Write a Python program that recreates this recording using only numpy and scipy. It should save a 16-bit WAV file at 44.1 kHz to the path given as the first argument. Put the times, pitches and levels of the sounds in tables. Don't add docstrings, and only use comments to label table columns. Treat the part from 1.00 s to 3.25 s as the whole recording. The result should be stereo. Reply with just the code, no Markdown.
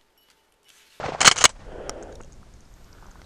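import sys
import numpy as np
from scipy import signal
from scipy.fft import rfft, irfft, next_fast_len
from scipy.io import wavfile
from scipy.ndimage import map_coordinates

SR = 44100
rng = np.random.default_rng(int(sys.argv[2]) if len(sys.argv) > 2 else 0)


def level_to_linear(level):
    exponent = np.asarray(level, float) / 20
    return 10 ** exponent


def dump(signal):
    limited = np.clip(np.atleast_2d(signal).T, -1, 1)
    pcm = np.round(limited * 32767).astype(np.int16)
    wavfile.write(sys.argv[1], SR, pcm)


N = 99225
T = np.arange(N) / SR


def along(points, hz):
    f, db = np.transpose(points)
    inside = np.interp(np.log(hz + 1), np.log(f + 1), db)
    return inside - 40 * np.log2(np.maximum(hz / f[-1], 1))


def shaped(x, points):
    m = next_fast_len(len(x) + 4096)
    gain = level_to_linear(along(points, np.fft.rfftfreq(m, 1 / SR)))
    return irfft(rfft(x, m) * gain, m)[:len(x)]


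def unit(x):
    return x / np.sqrt(np.mean(x ** 2) + 1e-20)


def noise(tone, count=N):
    return unit(shaped(rng.standard_normal(count), tone))


def level(rows):
    s, db = np.transpose(rows)
    return level_to_linear(np.interp(T, s, db))


def wobble(rate):
    knots = rng.standard_normal(int(N * rate / SR) + 4)
    return map_coordinates(knots, [T * rate])


def roll(tone, rate, lumpy_db):
    lumps = level_to_linear(lumpy_db * wobble(rate))
    return unit(shaped(rng.standard_normal(N) * lumps, tone))


def add(out, s, x):
    part = out[max(round(s * SR), 0):][:len(x)]
    part += x[:len(part)]


def ring(modes, t60, t):
    total = 0
    for hz, db in modes:
        gain = level_to_linear(db + 4 * rng.normal())
        pitch = hz * (1 + 0.022 * rng.normal())
        total = total + gain * np.sin(2 * np.pi * pitch * t)
    return level_to_linear(-60 * t / t60) * total


def pings(rows, t60, spread, count):
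    out, t = np.zeros(N), np.arange(1500) / SR
    envelope = level_to_linear(-60 * t / t60) * (1 - np.exp(-t / 0.00077))
    for s, db, hz in rows:
        pitches = hz * np.exp(spread * np.append(0, rng.standard_normal(count)))[:, None]
        gains = np.append(1, 0.5 * rng.random(count))[:, None]
        x = (gains * np.sin(2 * np.pi * pitches * t)).sum(0) * envelope
        add(out, s, level_to_linear(db) * x / np.abs(x).max())
    return out


# start in seconds, level in dB, chatter t60 in seconds, treble in dB.
SLIDE_BACK = [(0.205, -18, 0.036, -6), (0.2063, -8, 0.025, -10.5), (0.2133, -5.5, 0.041, -2.5),
              (0.2239, -16.5, 0.064, -1.5), (0.2292, -11.5, 0.033, -8.5), (0.2464, -11, 0.095, -13.5),
              (.252, -4, 0.039, -3.5), (0.2588, -3.5, 0.049, -6.5), (.266, -11, 0.033, 6.5),
              (0.2697, -3.5, 0.059, 4.5), (0.2752, 6, 0.035, 5), (0.2785, 1, 0.016, -5.5),
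              (0.2825, -5.5, 0.03, 0.5), (.288, -16, 0.031, -2.5), (0.298, -21, 0.053, 4),
              (0.3126, -8.5, 0.046, -6), (.319, -19, 0.056, 7.5)]
# start in seconds, level in dB, chatter t60 in seconds, treble in dB.
SLIDE_FORWARD = [(0.3596, -22.5, 0.026, 1), (0.3661, -17.5, 0.033, -9), (.375, -20.5, 0.12, -2),
                 (0.3798, -22.5, 0.019, 4), (0.386, -18.5, 0.023, -13), (.389, -17.5, 0.049, 0),
                 (0.402, -22.5, 0.07, -3), (.409, -11.5, .06, -2), (.414, -14, 0.041, -3.5),
                 (0.4194, -20, 0.023, 0), (0.4275, -20.5, 0.04, -5), (0.4402, 2.5, 0.038, 7),
                 (0.4465, -3, 0.028, -2), (0.4529, 6, 0.023, -3.5), (0.477, -37, 0.063, -1),
                 (0.4919, -29, 0.071, 11.5), (0.5, -37.5, 0.028, -9)]
# frequency in Hz, level in dB.
BODY_MODES = [(800, -6), (1260, -6.5), (1620, -6.5), (2270, 1), (3020, 3.5), (3300, -7), (4200, -2.5)]
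# frequency in Hz, level in dB.
STEEL_MODES = [(5200, -10.5), (5700, -11.5), (6200, 0), (6670, 8.5), (7300, 0.5), (7830, -0.5), (9600, -16)]
# frequency in Hz, level in dB.
CRACK_TONE = [(60, -29.5), (200, -25.5), (600, -9.5), (1330, 3.5), (3400, -7.5), (6500, -1.5),
              (9000, -21.5), (11000, -31), (15000, -59)]


def slide_action():
    out, t = np.zeros(N), np.arange(4000) / SR
    slip_chance = 1400 / SR
    for s, db, t60, treble_db in SLIDE_BACK + SLIDE_FORWARD:
        rise_s = 0.00035 * t60 / 0.086
        fade = level_to_linear(-60 * t / t60) * (1 - np.exp(-(t + 1 / SR) / rise_s))
        fade /= fade.max()
        slips = rng.standard_normal(len(t))
        slips *= np.clip(3 * (slip_chance - rng.random(len(t))) / slip_chance, 0.12, 1)
        slips[9] = 1
        tone = ring(BODY_MODES, 0.013, t)
        tone += level_to_linear(treble_db) * ring(STEEL_MODES, 0.007, t)
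        tone += ring([(3100, -12.5)], 0.047, t)
        clack = signal.fftconvolve(slips * fade, tone)[:len(t)]
        crack = noise(CRACK_TONE, len(t)) * fade
        add(out, s, level_to_linear(db) * (clack / np.abs(clack).max() + level_to_linear(-9.5) * crack))
    return out


# start in seconds, peak in dB, pitch in Hz.
ACCENT_HITS = [(.2075, -22.5, 930), (.2143, -13, 790), (.2143, -11.5, 7170), (.222, -21.5, 800),
               (.229, -21.5, 960), (.237, -21, 680), (.2465, -11.5, 905), (.2515, -7.5, 1420),
               (1.1562, -43, 3720), (.2695, -7.5, 4270), (.27, -7, 7570), (.27, -15, 2000),
               (.2765, -4, 1282), (.278, -5, 6055), (.2825, -8.5, 4420), (.2885, -14, 1250),
               (.298, -20.5, 4300), (.3125, -22, 993), (.314, -15.5, 5090), (.322, -21.5, 1298),
               (.361, -26, 900), (.367, -24, 4100), (2.2174, -50, 4270), (.3797, -18.5, 6357),
               (.387, -25.5, 3030), (.403, -28, 3000), (.408, -24, 800), (.412, -19, 2992),
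               (.4155, -20.5, 743.5), (.42, -23, 4338), (.4275, -22.5, 6530), (.4295, -26.5, 3100),
               (.4412, -4, 1247), (.4415, -0.5, 6670), (.4465, -7, 4090), (.4465, -12, 560),
               (.453, -10.5, 4150), (2.2174, -49, 2000)]


def accents():
    return pings(ACCENT_HITS, t60=0.012, spread=0.045, count=3)


# start in seconds, peak in dB, pitch in Hz.
LOOSE_TICKS = [(0.3133, -17.5, 6870), (0.3845, -24, 5950), (0.3851, -16.5, 6800), (0.9025, -40, 5850),
               (1.026, -38.5, 6340), (1.032, -40.5, 6800), (1.1248, -44.5, 6570), (1.2135, -42.5, 6720),
               (1.226, -50, 6790), (1.234, -44, 6400), (1.2467, -45.5, 6490), (1.3229, -42, 6470),
               (1.3304, -46, 6640), (1.3392, -52, 5780), (1.5387, -47.5, 6610), (1.6061, -46, 6560),
               (1.6534, -51, 5200), (1.7393, -49, 6470), (1.8442, -48, 5530), (1.9292, -43, 5700),
               (2.066, -48.5, 6090), (2.1092, -49, 6860), (2.114, -47, 6300), (2.244, -51, 4000)]


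def ticks():
    return level_to_linear(2) * pings(LOOSE_TICKS, t60=0.007, spread=0.14, count=8)


# start in seconds, peak in dB, pitch in Hz.
DULL_KNOCKS = [(.2605, -5, 3040), (.3135, -11, 3156), (1.026, -38.5, 1480), (1.1255, -44, 1586),
               (1.126, -47, 3780), (1.198, -47, 906), (1.203, -37, 1126), (1.2068, -32.5, 495),
               (1.2072, -37, 1420), (1.235, -50, 3200), (1.43, -43, 1300), (1.985, -47.5, 1400),
               (2.025, -38, 909), (2.031, -42, 1196), (2.043, -43, 1293), (2.057, -40.5, 906),
               (2.07, -44, 1105), (2.085, -43.5, 900), (2.114, -45, 1340), (2.156, -39, 1010),
               (2.161, -48.5, 1400), (2.172, -55, 1230)]


def knocks():
    return pings(DULL_KNOCKS, t60=0.012, spread=0.25, count=6)


# start in seconds, level in dB, brightness in dB per octave, body in dB.
BOLT_BLOWS = [
    (0.8946, -7, 2.5, -5),
    (1.1543, -30, 9, -25),
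    (1.1572, -35, -0.5, -22),
    (2.217, -36, -6, 4),
]
# frequency in Hz, level in dB, t60 in seconds.
BOLT_STEEL = [(3700, -14, .006), (5630, 0, .007), (6860, -4, .006), (8100, -12, .005), (9700, -13, .005),
              (12300, -26, .005)]
# frequency in Hz, level in dB, t60 in seconds.
BEHIND_BOLT = [(800, 7, 0.0039), (1270, -3, 0.016), (2000, -6.5, 0.01), (3200, -6.5, 0.0085),
               (4270, -18, 0.0078)]


def bolt():
    out, t = np.zeros(N), np.arange(1500) / SR
    for s, db, bright_db, body_db in BOLT_BLOWS:
        x = np.zeros(len(t))
        for hz, mode_db, t60 in BOLT_STEEL:
            tilt_db = bright_db * np.log2(hz / BOLT_STEEL[1][0])
            x += level_to_linear(mode_db + tilt_db - 60 * t / t60) * np.sin(2 * np.pi * hz * t)
        for hz, mode_db, t60 in BEHIND_BOLT:
            x += level_to_linear(mode_db + body_db - 60 * t / t60) * np.sin(2 * np.pi * hz * t)
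        add(out, s, level_to_linear(db - 6) * x * (1 - np.exp(-t / 0.0002)))
    return out


# time in seconds, side level in dB.
SHELL_THROWN = [(.236, -100), (.242, -42), (.261, -36), (.267, -25), (.285, -26), (.3, -40), (.322, -42),
                (.33, -100)]
# time in seconds, side level in dB.
SHELL_FED = [(.35, -100), (.36, -48), (.385, -43), (.412, -52), (.422, -100)]
# frequency in Hz, level in dB.
BREECH_TONE = [(100, -12), (1300, 0), (7000, -2), (14000, -34)]


def breech_side():
    return level(SHELL_THROWN + SHELL_FED) * noise(BREECH_TONE)


def ground(gun):
    t = np.arange(6000) / SR
    tail = rng.standard_normal(len(t)) * level_to_linear(-60 * t / 0.075)
    tail /= np.linalg.norm(tail)
    return level_to_linear(-26) * signal.fftconvolve(gun, tail)[:N]


# start in seconds, peak in dB, pitch in Hz.
ROCK_SLAPS = [(0, -21.5, 620), (.031, -23.5, 1384), (.039, -21, 716), (.044, -18.5, 730), (.084, -22, 660),
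              (.0905, -15.5, 520), (.121, -20.5, 770), (.1485, -18, 770), (.157, -29, 1010),
              (.683, -42.5, 890), (.72, -30, 626), (.8665, -34, 593)]
# time in seconds, level in dB.
NEAR_ROLL = [(0, -34.5), (.06, -32.5), (.16, -34.5), (.2, -41.5), (.45, -44.5), (.52, -54), (.66, -51.5),
             (.8, -65)]
# time in seconds, level in dB.
FAR_ROLL = [(.6, -67), (.68, -48), (.75, -40), (.87, -36.5), (1.1, -42), (1.16, -48), (1.26, -57),
            (1.5, -69)]
# frequency in Hz, level in dB.
NEAR_COLOUR = [(35, -42), (60, -8.5), (144, -3), (292, -22), (510, -5), (1490, -13), (6800, -32),
               (8980, -44), (10000, -75.5), (13000, -106), (22000, -120)]
# frequency in Hz, level in dB.
FAR_COLOUR = [(120, -32.5), (300, -4.5), (520, 3), (800, -8), (1000, -17), (3000, -47)]
# frequency in Hz, level in dB.
FAR_EDGE_COLOUR = [(700, -29), (1100, -7.5), (1500, 1.5), (2200, -11.5), (3200, -11.5), (4000, -28.5),
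                   (8000, -45)]


def echoes():
    near = level(NEAR_ROLL) * roll(NEAR_COLOUR, rate=96, lumpy_db=3.5)
    edge_fade = level_to_linear(-11 - 13 * (T - FAR_ROLL[2][0]))
    edge = edge_fade * roll(FAR_EDGE_COLOUR, rate=29, lumpy_db=1.5)
    cliff = roll(FAR_COLOUR, rate=83, lumpy_db=2.5) + edge
    far = level(FAR_ROLL + [(2.14, -83)]) * cliff
    return near + far + pings(ROCK_SLAPS, t60=0.016, spread=0.344, count=3)


# time in seconds, level in dB.
CLOTH_STIR = [(1.801, -71), (1.921, -59), (2.059, -60), (2.25, -62)]
# frequency in Hz, level in dB.
CLOTH_TONE = [(150, -31.5), (400, 1.5), (900, -7), (1500, 0), (2000, -16), (5000, -21.5)]


def cloth():
    return level([(1.36, -100)] + CLOTH_STIR) * roll(CLOTH_TONE, rate=160, lumpy_db=2)


# time in seconds, level in dB.
BREEZE_LEVEL = [(0, -49), (.2, -59), (.55, -47), (.76, -40.5), (1, -44), (1.18, -41.5), (1.3, -44),
                (1.5, -48.5), (1.57, -45), (1.65, -49.5), (1.88, -47.5), (2.07, -45), (2.25, -45)]
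# frequency in Hz, level in dB.
BREEZE_TONE = [(7.1, -30.5), (12, -1.5), (33, -4), (135, -17.5), (210, -21), (400, -28.5), (520, -55),
               (880, -120)]


def breeze():
    return level(BREEZE_LEVEL) * roll(BREEZE_TONE, rate=55, lumpy_db=0.5)


# time in seconds, level in dB.
INSECT_LEVEL = [(1.1, -87), (1.649, -83), (1.75, -73.5), (2.25, -77)]
# frequency in Hz, level in dB.
INSECT_COLOUR = [(10500, -30), (11800, -6.5), (12500, -0.5), (13200, -13.5), (14500, -29)]


def insects():
    return level([(0.9, -120)] + INSECT_LEVEL) * noise(INSECT_COLOUR)


# time in seconds, level in dB.
AIR_LEVEL = [(.5, -60.5), (1.1, -60.5), (1.7, -60), (2.25, -58.5)]
# frequency in Hz, level in dB.
AIR_TONE = [(88, -30.5), (150, -8.5), (491, -10.5), (595, -10.5), (807, -11.5), (2640, -20), (6620, -20),
            (10000, -28), (11000, -35.5), (12400, -37.5), (14500, -53.5)]


def desert_air():
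    return level(AIR_LEVEL) * roll(AIR_TONE, rate=12, lumpy_db=0.4)


def scene():
    gun = slide_action() + accents() + ticks() + knocks()
    mic_top = signal.butter(N=8, Wn=9900, fs=SR, output="sos")
    gun = signal.sosfilt(mic_top, gun) + bolt()
    background = cloth() + breeze() + insects() + desert_air()
    mid = gun + ground(gun) + echoes() + background
    side = breech_side()
    return np.array([mid + side, mid - side])


def roll_off(x):
    return signal.sosfilt(signal.butter(12, 14710, fs=SR, output="sos"), x)


def record(dry):
    top, hardness = 1.02, 8
    clipped = dry / (1 + np.abs(dry / top) ** hardness) ** (1 / hardness)
    smoother = signal.butter(N=4, Wn=10500, fs=SR, output="sos")
    mix = dry + signal.sosfiltfilt(smoother, clipped - dry)
    return roll_off(mix)


dry = scene()
out = record(dry)
dump(out)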